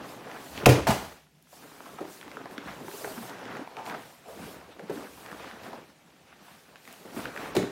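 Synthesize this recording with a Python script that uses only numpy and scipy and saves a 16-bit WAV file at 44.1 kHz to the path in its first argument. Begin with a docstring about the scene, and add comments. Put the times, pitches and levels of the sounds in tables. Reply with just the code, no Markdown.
"""A cluttered basement room: two grapplers roll on foam mats near a phone microphone.
Bodies and limbs land as resonant noise bursts that ring decaying floor modes under the mats.
Heavy cotton jackets snap as short pitched bursts; they crumple, rasp and slide over the vinyl
as stick-slip noise, with low drag and rumble; one level curve, dipping after the big slam, steers them.
Decaying noise tails make the room answer each blow and snap; a faint air noise lies under it all."""
import sys
import numpy as np
from scipy import signal
from scipy.fft import rfft, irfft, next_fast_len
from scipy.io import wavfile
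from scipy.ndimage import uniform_filter1d

SR = 44100
rng = np.random.default_rng(int(sys.argv[2]) if len(sys.argv) > 2 else 0)


def int16_out(signal):
    """Quantize to a 16-bit WAV file."""
    q = np.round(np.clip(np.atleast_2d(signal).T, -1, 1) * 32767)
    wavfile.write(sys.argv[1], SR, q.astype(np.int16))


N = 340011  # samples
REF_DB = -50  # reference for the rubbing level and for the slide hiss

# jackets gripped and wrung: (hardest at [s], crumpling level [dB], tightening [s], easing [s],
# seam rasp level [dB])
GRIPS = [(.02, -55, .04, 0.12, -55.5), (.32, -47, 0.066, 0.11, -57), (.58, -47, .04, 0.038, -47),
         (2.7, -46, 0.062, 0.065, -52.5), (3.06, -52, 0.045, 0.044, -71), (3.57, -46, 0.42, 0.057, -57),
         (3.92, -44.5, 0.074, 0.1, -55), (4.45, -63, .03, 0.067, -55), (4.72, -56, .015, 0.022, -60),
         (5.31, -51, 0.064, .04, -68), (5.42, -52.5, .04, 0.089, -51), (5.52, -48, 0.068, 0.023, -60),
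         (5.65, -47.5, 0.024, 0.061, -57), (6.3, -60.5, 0.037, .04, -64), (6.51, -59.5, 0.16, 0.089, -62.5),
         (6.9, -54.5, 0.031, .07, -56.5), (7.25, -54, 0.034, 0.067, -49.5),
         (7.42, -45.5, 0.036, 0.14, -51.5)]


def amp(db):
    """Logarithmic level: decibels to amplitude gain."""
    return 10 ** (np.asarray(db) / 20)


def unit(x):
    """Power normalisation: scaled to rms 1."""
    return x / np.sqrt(np.mean(x ** 2) + 1e-20)


def peaked(x):
    """Peak normalisation: scaled to peak 1."""
    return x / np.abs(x).max()


def along(points, hz):
    """Log-frequency interpolation of (frequency [Hz], value) points."""
    f, v = np.transpose(points)
    return np.interp(np.log(hz + 1), np.log(f + 1), v)


def filtered(x, response):
    """Linear filtering: the spectrum of x times a response of frequency."""
    m = next_fast_len(len(x) + 8192)
    hz = np.fft.rfftfreq(m, 1 / SR)
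    return irfft(rfft(x, m) * response(hz), m)[:len(x)]


def resonance(centre_hz, q):
    """Simple resonator: a causal second-order band-pass of peak gain 1."""
    def response(f):
        damping = 1j * f * centre_hz / q
        return damping / (centre_hz ** 2 - f * f + damping)
    return response


def friction(spectrum, grains_per_s, grain_s, grain_share, patchy_db):
    """Stick-slip friction: patchy noise and random slip bursts in one spectral colour, rms 1."""
    z = signal.stft(rng.standard_normal(N + 512), nperseg=512)[2]
    field = uniform_filter1d(rng.standard_normal(z.shape), size=8, axis=0)  # smooth over frequency
    field = uniform_filter1d(field, size=5, axis=1)  # and over time
    noise = signal.istft(z * amp(patchy_db * unit(field)), nperseg=512)[1][:N]

    starts = (rng.random(N) < grains_per_s / SR) * amp(-14 * rng.random(N))
    slips = signal.lfilter([1], [1, -np.exp(-1 / (grain_s * SR))], starts)  # sudden start, quick fade
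    bursts = slips * rng.standard_normal(N)

    share = np.clip(grain_share, 0, 1)  # of the power
    mix = np.sqrt(1 - share) * unit(noise) + np.sqrt(share) * unit(bursts)
    return unit(filtered(mix, lambda hz: amp(along(spectrum, hz))))


def swells(rows):
    """Incoherent addition: gain of (peak [s], level [dB], rise [s], fall [s]) bells, powers summed."""
    t = np.arange(0, N, 32) / SR
    power = np.zeros(len(t))
    for s, db, rise, fall in rows:
        flank = np.where(t < s, rise, fall)
        power += amp(2 * db) * np.exp(-2 * ((t - s) / flank) ** 2)
    return np.interp(np.arange(N) / SR, t, np.sqrt(power))


def room(x):
    """Diffuse reverberation: x through a fresh noise tail of energy 1, decaying by frequency."""
    # reverberation of the room: (frequency [Hz], 60 dB decay time [s])
    decay_times = [(100, 0.24), (500, 0.39), (2000, 0.48), (6000, 0.47), (15000, 0.3)]
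    hz, t, z = signal.stft(rng.standard_normal(SR // 2), SR, nperseg=256)
    t60 = np.maximum(along(decay_times, hz), .05)[:, None]
    tail = signal.istft(z * amp(-60 * t / t60), SR, nperseg=256)[1]
    tail *= 1 - np.exp(-np.arange(len(tail)) / SR / 0.0044)  # reflections thicken
    return signal.fftconvolve(x, tail / np.linalg.norm(tail))[:len(x)]


def knock(envelope, centre_hz, q, push):
    """Impulsive excitation: a push and its noise through one resonance applied twice, peak 1."""
    force = envelope * rng.standard_normal(len(envelope))
    force[0] = push * np.linalg.norm(force)
    return peaked(filtered(force, lambda f: resonance(centre_hz, q)(f) ** 2))


def air():
    """Stationary background noise: the quiet room and the microphone's own hiss."""
    # colour of the background: (frequency [Hz], relative level [dB])
    air_spectrum = [(15, -41), (25, -48), (59, -7.5), (108, -43.5), (123, -15.5), (145, 14), (166, 11),
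                    (1130, -19), (2610, -19), (16000, -50)]
    return amp(-67) * friction(air_spectrum, 18, grain_s=.01, grain_share=.02, patchy_db=-1.7)


def level_over_reference():
    """Level envelope: the course of the rubbing as heard, in dB over REF_DB."""
    # level of the rubbing as heard, dipping after the big slam: (time [s], level [dB])
    rubbing_level = [(0, -45), (.2, -48), (.42, -45.5), (.51, -50), (.62, -39), (.78, -29.5), (.86, -49),
                     (.93, -47), (1.1, -48.5), (1.299, -78), (1.49, -72.5), (1.58, -56.5), (1.97, -53),
                     (2.08, -51), (2.18, -56), (2.3, -50.5), (2.64, -48.5), (3.3, -47), (3.62, -43.5),
                     (3.67, -55), (3.75, -53), (3.92, -44.5), (4.11, -55.5), (4.24, -61.5), (4.28, -56),
                     (4.44, -46), (4.78, -58), (4.88, -53.5), (4.92, -47.5), (5.04, -45), (5.12, -54.5),
                     (5.3, -49), (5.751, -48.5), (5.95, -66), (6.771, -61), (6.85, -62.5), (7.14, -50.5),
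                     (7.19, -39), (7.33, -47.5), (7.4, -40), (7.55, -43.5), (7.71, -47.5)]
    return np.interp(np.arange(N) / SR, *np.transpose(rubbing_level)) - REF_DB


def weight_drag(over_db):
    """Sliding friction under load: dragged weight gives low noise that follows the level dB for dB."""
    # colour of the drag: (frequency [Hz], relative level [dB])
    drag_spectrum = [(65, -45.5), (110, -7), (242, -2.5), (282, -0.5), (324, -2.5), (493, -3),
                     (1200, -11.5), (1560, -23.5), (2640, -120)]
    rub = friction(drag_spectrum, 30, grain_s=.01, grain_share=.15, patchy_db=2.5)
    return amp(-49 + over_db) * rub


def cotton_crumple(over_db):
    """Buckling of folds: gripped cotton crackles in many short bursts."""
    # colour of the folds: (frequency [Hz], relative level [dB])
    crumple_spectrum = [(400, -18.5), (700, 0), (1000, -3), (1600, -2), (2600, -15), (6000, -36),
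                        (12000, -69)]
    grips = swells([row[:-1] for row in GRIPS])
    folds = np.hypot(amp(-53.5 + 0.73 * over_db), grips)
    crackle = friction(crumple_spectrum, 110, grain_s=0.0052, grain_share=0.47, patchy_db=-1.7)
    return folds * crackle


def cloth_slide(over_db):
    """Speed-dependent friction: cloth hisses along vinyl, and fast slides sound brighter."""
    # slides along the vinyl: (fastest at [s], hiss level [dB], speed-up [s], slow-down [s])
    slide_events = [(.1, -54.5, 0.063, 0.087), (.55, -52.5, 0.23, 0.11), (.95, -51.5, 0.062, 0.18),
                    (1.55, -57.5, 0.062, .2), (1.9, -58.5, 0.31, 0.14), (2.13, -53, 0.069, 0.11),
                    (2.35, -63, 0.091, 0.046), (2.53, -58, .03, 0.044), (2.68, -59, 0.023, 0.2),
                    (3.0, -47, 0.14, 0.26), (3.27, -53.5, 0.14, 0.044), (3.87, -54.5, 0.028, .06),
                    (4.03, -58.5, 0.12, 0.2), (4.3, -58.5, 0.03, 0.11), (4.5, -54, 0.17, 0.081),
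                    (4.93, -56, 0.013, 0.25), (5.2, -56.5, 0.093, 0.083), (5.35, -59, 0.11, 0.19),
                    (5.65, -58.5, 0.042, 0.076), (6.48, -61.5, 0.068, 0.25), (6.9, -58.5, 0.1, 0.3),
                    (7.18, -50.5, 0.056, 0.1), (7.45, -55, 0.15, 0.069)]
    # colour of the hiss: (frequency [Hz], relative level [dB])
    hiss_spectrum = [(1470, -15.5), (2500, -5.5), (3830, -2.5), (6150, -3.5), (7470, -4), (12800, -7.5),
                     (16000, -10.5)]
    # brighter colour of fast slides: (frequency [Hz], relative level [dB])
    fizz_spectrum = [(2940, -38), (5000, -18), (7450, 0.5), (10100, 2.5), (15000, 4.5), (16000, -5)]
    fizz_spectrum = [(3000, -38.5)] + list(fizz_spectrum)  # flat below 3 kHz
    slides = swells(slide_events)
    fizz_gain = amp(-54.5) * (slides / amp(REF_DB)) ** 1.2  # 1.2 dB per dB of hiss
    fizz = fizz_gain * friction(fizz_spectrum, 40, grain_s=.004, grain_share=.05, patchy_db=0.5)
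    hiss_gain = np.hypot(amp(-63 + 0.32 * over_db), slides)
    hiss = hiss_gain * friction(hiss_spectrum, 40, grain_s=.004, grain_share=0.041, patchy_db=2.34)
    return hiss + fizz


def floor_rumble(over_db):
    """Low-frequency structural excitation: weight shifting on the floor makes it rumble."""
    # shifts of weight: (heaviest at [s], rumble level [dB], loading [s], unloading [s])
    heaves = [(.02, -65, .04, .05), (.6, -53.5, 0.097, .08), (.88, -41, .14, 0.15),
              (2.69, -55, 0.025, 0.078), (4.44, -59, .12, 0.23), (5.1, -64, .1, 0.14),
              (5.45, -62.5, .15, 0.24), (7.22, -58.5, 0.051, 0.094), (7.52, -61, 0.13, 0.09)]
    # colour of the rumble: (frequency [Hz], relative level [dB])
    rumble_spectrum = [(20, -41), (40, -11.5), (65, 12.5), (110, 3), (160, -17), (300, -48)]
    load = np.hypot(amp(-74 + 0.17 * over_db), swells(heaves))
    return load * friction(rumble_spectrum, 7.3, grain_s=0.027, grain_share=0.22, patchy_db=-0.5)


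def seam_rasp(over_db):
    """Stick-slip of rough edges: seams rasp as the jackets are gripped and wrung."""
    # colour of the seams: (frequency [Hz], relative level [dB])
    rasp_spectrum = [(1000, -34.5), (1800, -3), (2500, -2), (3500, -5.5), (6000, -13.5), (12000, -42.5)]
    grips = swells([(s, rasp_db, rise, fall) for s, _, rise, fall, rasp_db in GRIPS])
    seams = np.hypot(amp(-58.5 + 0.53 * over_db), grips)
    return seams * friction(rasp_spectrum, 90, grain_s=0.0056, grain_share=0.1, patchy_db=2.0)


def rubbing():
    """Superposition of friction sources: five layers share one level envelope."""
    over_db = level_over_reference()
    cloth = cotton_crumple(over_db) + cloth_slide(over_db) + seam_rasp(over_db)
    return weight_drag(over_db) + cloth + floor_rumble(over_db)


def landings():
    """Impact and modal response: each landing squeezes foam, slaps vinyl and rings floor modes."""
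    # hands, knees and feet set down: (time [s], level [dB], contact colour [Hz], press time [s])
    steps = [(0.267, -28.5, 510, 0.077), (1.527, -37, 792, 0.065), (1.805, -37, 470, 0.059),
             (1.857, -32.5, 940, 0.11), (1.985, -24.5, 900, 0.045), (2.006, -20, 358, 0.092),
             (2.05, -40, 400, 0.073), (2.258, -33.5, 288, 0.079), (2.371, -27.5, 430, 0.038),
             (2.455, -33.5, 400, 0.046), (2.508, -35, 412, 0.066), (2.58, -23.5, 328, .03),
             (2.633, -31.5, 775, .05), (2.659, -28.5, 180, 0.087), (2.807, -28.5, 291, 0.049),
             (2.844, -34, 291, .06), (2.88, -30, 352, 0.035), (2.935, -30, 380, .05),
             (3.009, -29, 506, .04), (3.0445, -19.5, 514, 0.028), (3.074, -23, 613, 0.027),
             (3.11, -33.5, 366, .05), (3.176, -26, 198, 0.1), (3.769, -26.5, 790, 0.13),
             (3.784, -26, 780, .1), (3.87, -27, 851, 0.12), (3.939, -27.5, 560, 0.075),
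             (4.257, -36.5, 560, 0.14), (4.285, -32, 554, .12), (4.396, -31.5, 173, .07),
             (4.794, -28.5, 460, 0.089), (4.826, -32, 188, 0.07), (4.897, -17.5, 364, 0.065),
             (4.959, -26.5, 300, 0.11), (5.659, -31, 603, 0.07), (5.73, -26.5, 684, 0.054),
             (6.402, -42, 221, 0.094), (6.511, -46, 168, .07), (6.733, -43, 553, 0.08),
             (6.877, -43, 183, 0.065), (7.012, -55, 397, .06), (7.168, -23.5, 300, 0.052)]
    # a trunk or arm falling flat: (time [s], level [dB], contact colour [Hz], relative floor ring [dB],
    # relative vinyl slap [dB], press time [s], relative room level [dB])
    falls = [(.63, -20, 283, -13, -18.5, .06, -8.5), (.6585, -5.5, 791, -8.5, 7, 0.03, -6.5),
             (.664, 2, 386, -6.5, -20, 0.057, -4.5), (.688, -8, 385, 2, 1, 0.16, -3.5),
             (.869, -9, 717, -20.1, -4, 0.27, -5), (.884, -10.5, 216, -8, -6.5, 0.095, -3.5),
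             (.904, -13.5, 744, -25, -1, 0.1, -3.5), (7.55, -15, 425, -24, -5.5, 0.08, -13),
             (7.565, -6.5, 287, -23, -8.5, 0.04, -1.5), (7.602, -19, 272, -21, -18, 0.066, -16),
             (7.628, -20, 270, -19, -19, 0.038, -14)]
    # modes of slab and room: (frequency [Hz], relative level [dB], 60 dB decay time [s])
    floor_modes = [(62, -11, 0.38), (98, -2.5, 0.23), (125, 4, 0.22), (183.7, -1.5, 0.37),
                   (266.4, -9.5, 0.27), (292, -9.5, 0.48), (398.7, -3.5, 0.31), (464, -4, 0.19),
                   (533, -12, 0.32), (634, -10.5, 0.43), (720, 4.5, 0.069), (856, -9, 0.17)]
    # colour of the vinyl slap: (frequency [Hz], relative level [dB])
    slap_spectrum = [(300, -21), (900, -1.5), (2500, -4.5), (6000, -11), (16000, -18.5)]

    out, t = np.zeros(N + SR), np.arange(SR // 2) / SR
    mode_hz = np.transpose(floor_modes)[0]
    modes = np.array([amp(level - 60 * t / t60) * np.sin(2 * np.pi * hz * t)
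                      for hz, level, t60 in floor_modes])
    modes = modes * (1 - np.exp(-t / 0.0062))  # the floor takes time to move

    # each blow gains the drive of the upper modes [dB] and the contact's Q
    blows = [(*row, -16, 1.53) for row in falls]
    for s, db, colour_hz, press in steps:
        room_db = -17 + 143.5 * press  # slow, heavy contacts fill the room more
        blows.append((s, db, colour_hz, -31, -18, press, room_db, -16, 1.3))

    for s, db, colour_hz, ring_db, slap_db, press, room_db, body_db, q in blows:
        # the press time is a 60 dB decay
        squeeze = amp(-60 * t / np.clip(press, .01, .5)) * (1 - np.exp(-t / 0.0015))
        foam = knock(squeeze, colour_hz, q, push=0.32)
        vinyl = filtered(rng.standard_normal(len(t)), lambda hz: amp(along(slap_spectrum, hz)))
        contact = amp(-6) * foam + amp(slap_db - 5.5) * peaked(squeeze * vinyl)

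        # weight shakes the deep slab modes; the upper ones answer near the contact's colour
        near = abs(resonance(colour_hz, q=2.5)(mode_hz))
        upper_drive = (amp(body_db) + amp(ring_db - 12.5)) * near
        drive = np.where(mode_hz < 160, amp(ring_db - 5.0), upper_drive)
        scatter = amp(rng.normal(0, 2, len(floor_modes)))  # 2 dB spread between blows
        ring = drive * scatter @ modes
        out[round(s * SR):][:len(t)] += amp(db) * (contact + amp(room_db) * room(contact) + ring)
    return out[:N]


def snaps():
    """Sudden release of tension: a fold pulled taut gives milliseconds of noise round one pitch."""
    # cloth snaps: (time [s], peak level before the room [dB], pitch [Hz])
    snap_events = [(.3147, -31.5, 1750), (.5771, -27.5, 2600), (.6012, -34, 1610), (0.6582, -9.5, 2580),
                   (0.6893, -35, 2690), (0.8703, -18, 1520), (1.4256, -41.5, 11700), (1.805, -33, 923),
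                   (1.859, -41, 955), (2.053, -31, 740), (2.2127, -32, 1320), (2.2286, -32, 1610),
                   (2.2798, -33, 1520), (2.3156, -34.5, 1870), (2.37, -25.5, 1270), (2.457, -31, 836),
                   (2.511, -36.5, 1000), (2.58, -25.5, 1700), (2.7365, -44, 1810), (2.883, -30.5, 990),
                   (2.9142, -31, 1750), (3.0455, -25, 1440), (3.0795, -33, 1500), (3.296, -36, 3470),
                   (3.4545, -34.5, 2170), (3.5694, -32, 2000), (3.675, -30, 890), (3.7683, -30, 2120),
                   (3.8635, -32, 2070), (3.898, -28.5, 2500), (4.7947, -33.5, 1470), (4.896, -38, 800),
                   (5.2625, -35, 2040), (5.316, -29, 1390), (5.328, -29.5, 1170), (5.4236, -42, 1310),
                   (5.5125, -30.5, 1340), (5.635, -38, 1760), (5.732, -40, 1290), (6.758, -36, 1800),
                   (6.853, -37, 1420), (6.8764, -36, 1720), (6.9272, -35, 10940), (7.057, -40, 703),
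                   (7.1748, -32.5, 1570), (7.204, -36, 1630), (7.2423, -33, 1560), (7.2552, -22.5, 1500),
                   (7.363, -26, 1540), (7.375, -26, 1640), (7.459, -30, 970), (7.5665, -20.5, 3120),
                   (7.6283, -28, 1830)]
    out, t = np.zeros(N + SR), np.arange(SR // 3) / SR
    envelope = amp(-60 * t / .008)  # falls 60 dB in 8 ms
    for s, db, pitch_hz in snap_events:
        q = np.clip(1.33 + 0.1 * (db + 30), .3, 6)  # louder snaps are narrower in band
        burst = amp(db) * knock(envelope, pitch_hz, q, push=0.55)
        out[round(s * SR):][:len(t)] += burst + amp(-7) * room(burst)
    return out[:N]


def scene():
    """Linear superposition: all sources add at one microphone."""
    return (air() + rubbing() + landings() + snaps())[None]


def record(dry):
    """Saturation and band limiting: loud peaks round off, then nothing stays above 15830 Hz."""
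    soft = dry[0] / (1 + np.abs(dry[0] / .95) ** 6) ** (1 / 6)
    return filtered(soft, lambda hz: hz < 15830)[None]


dry = scene()
out = record(dry)
int16_out(out)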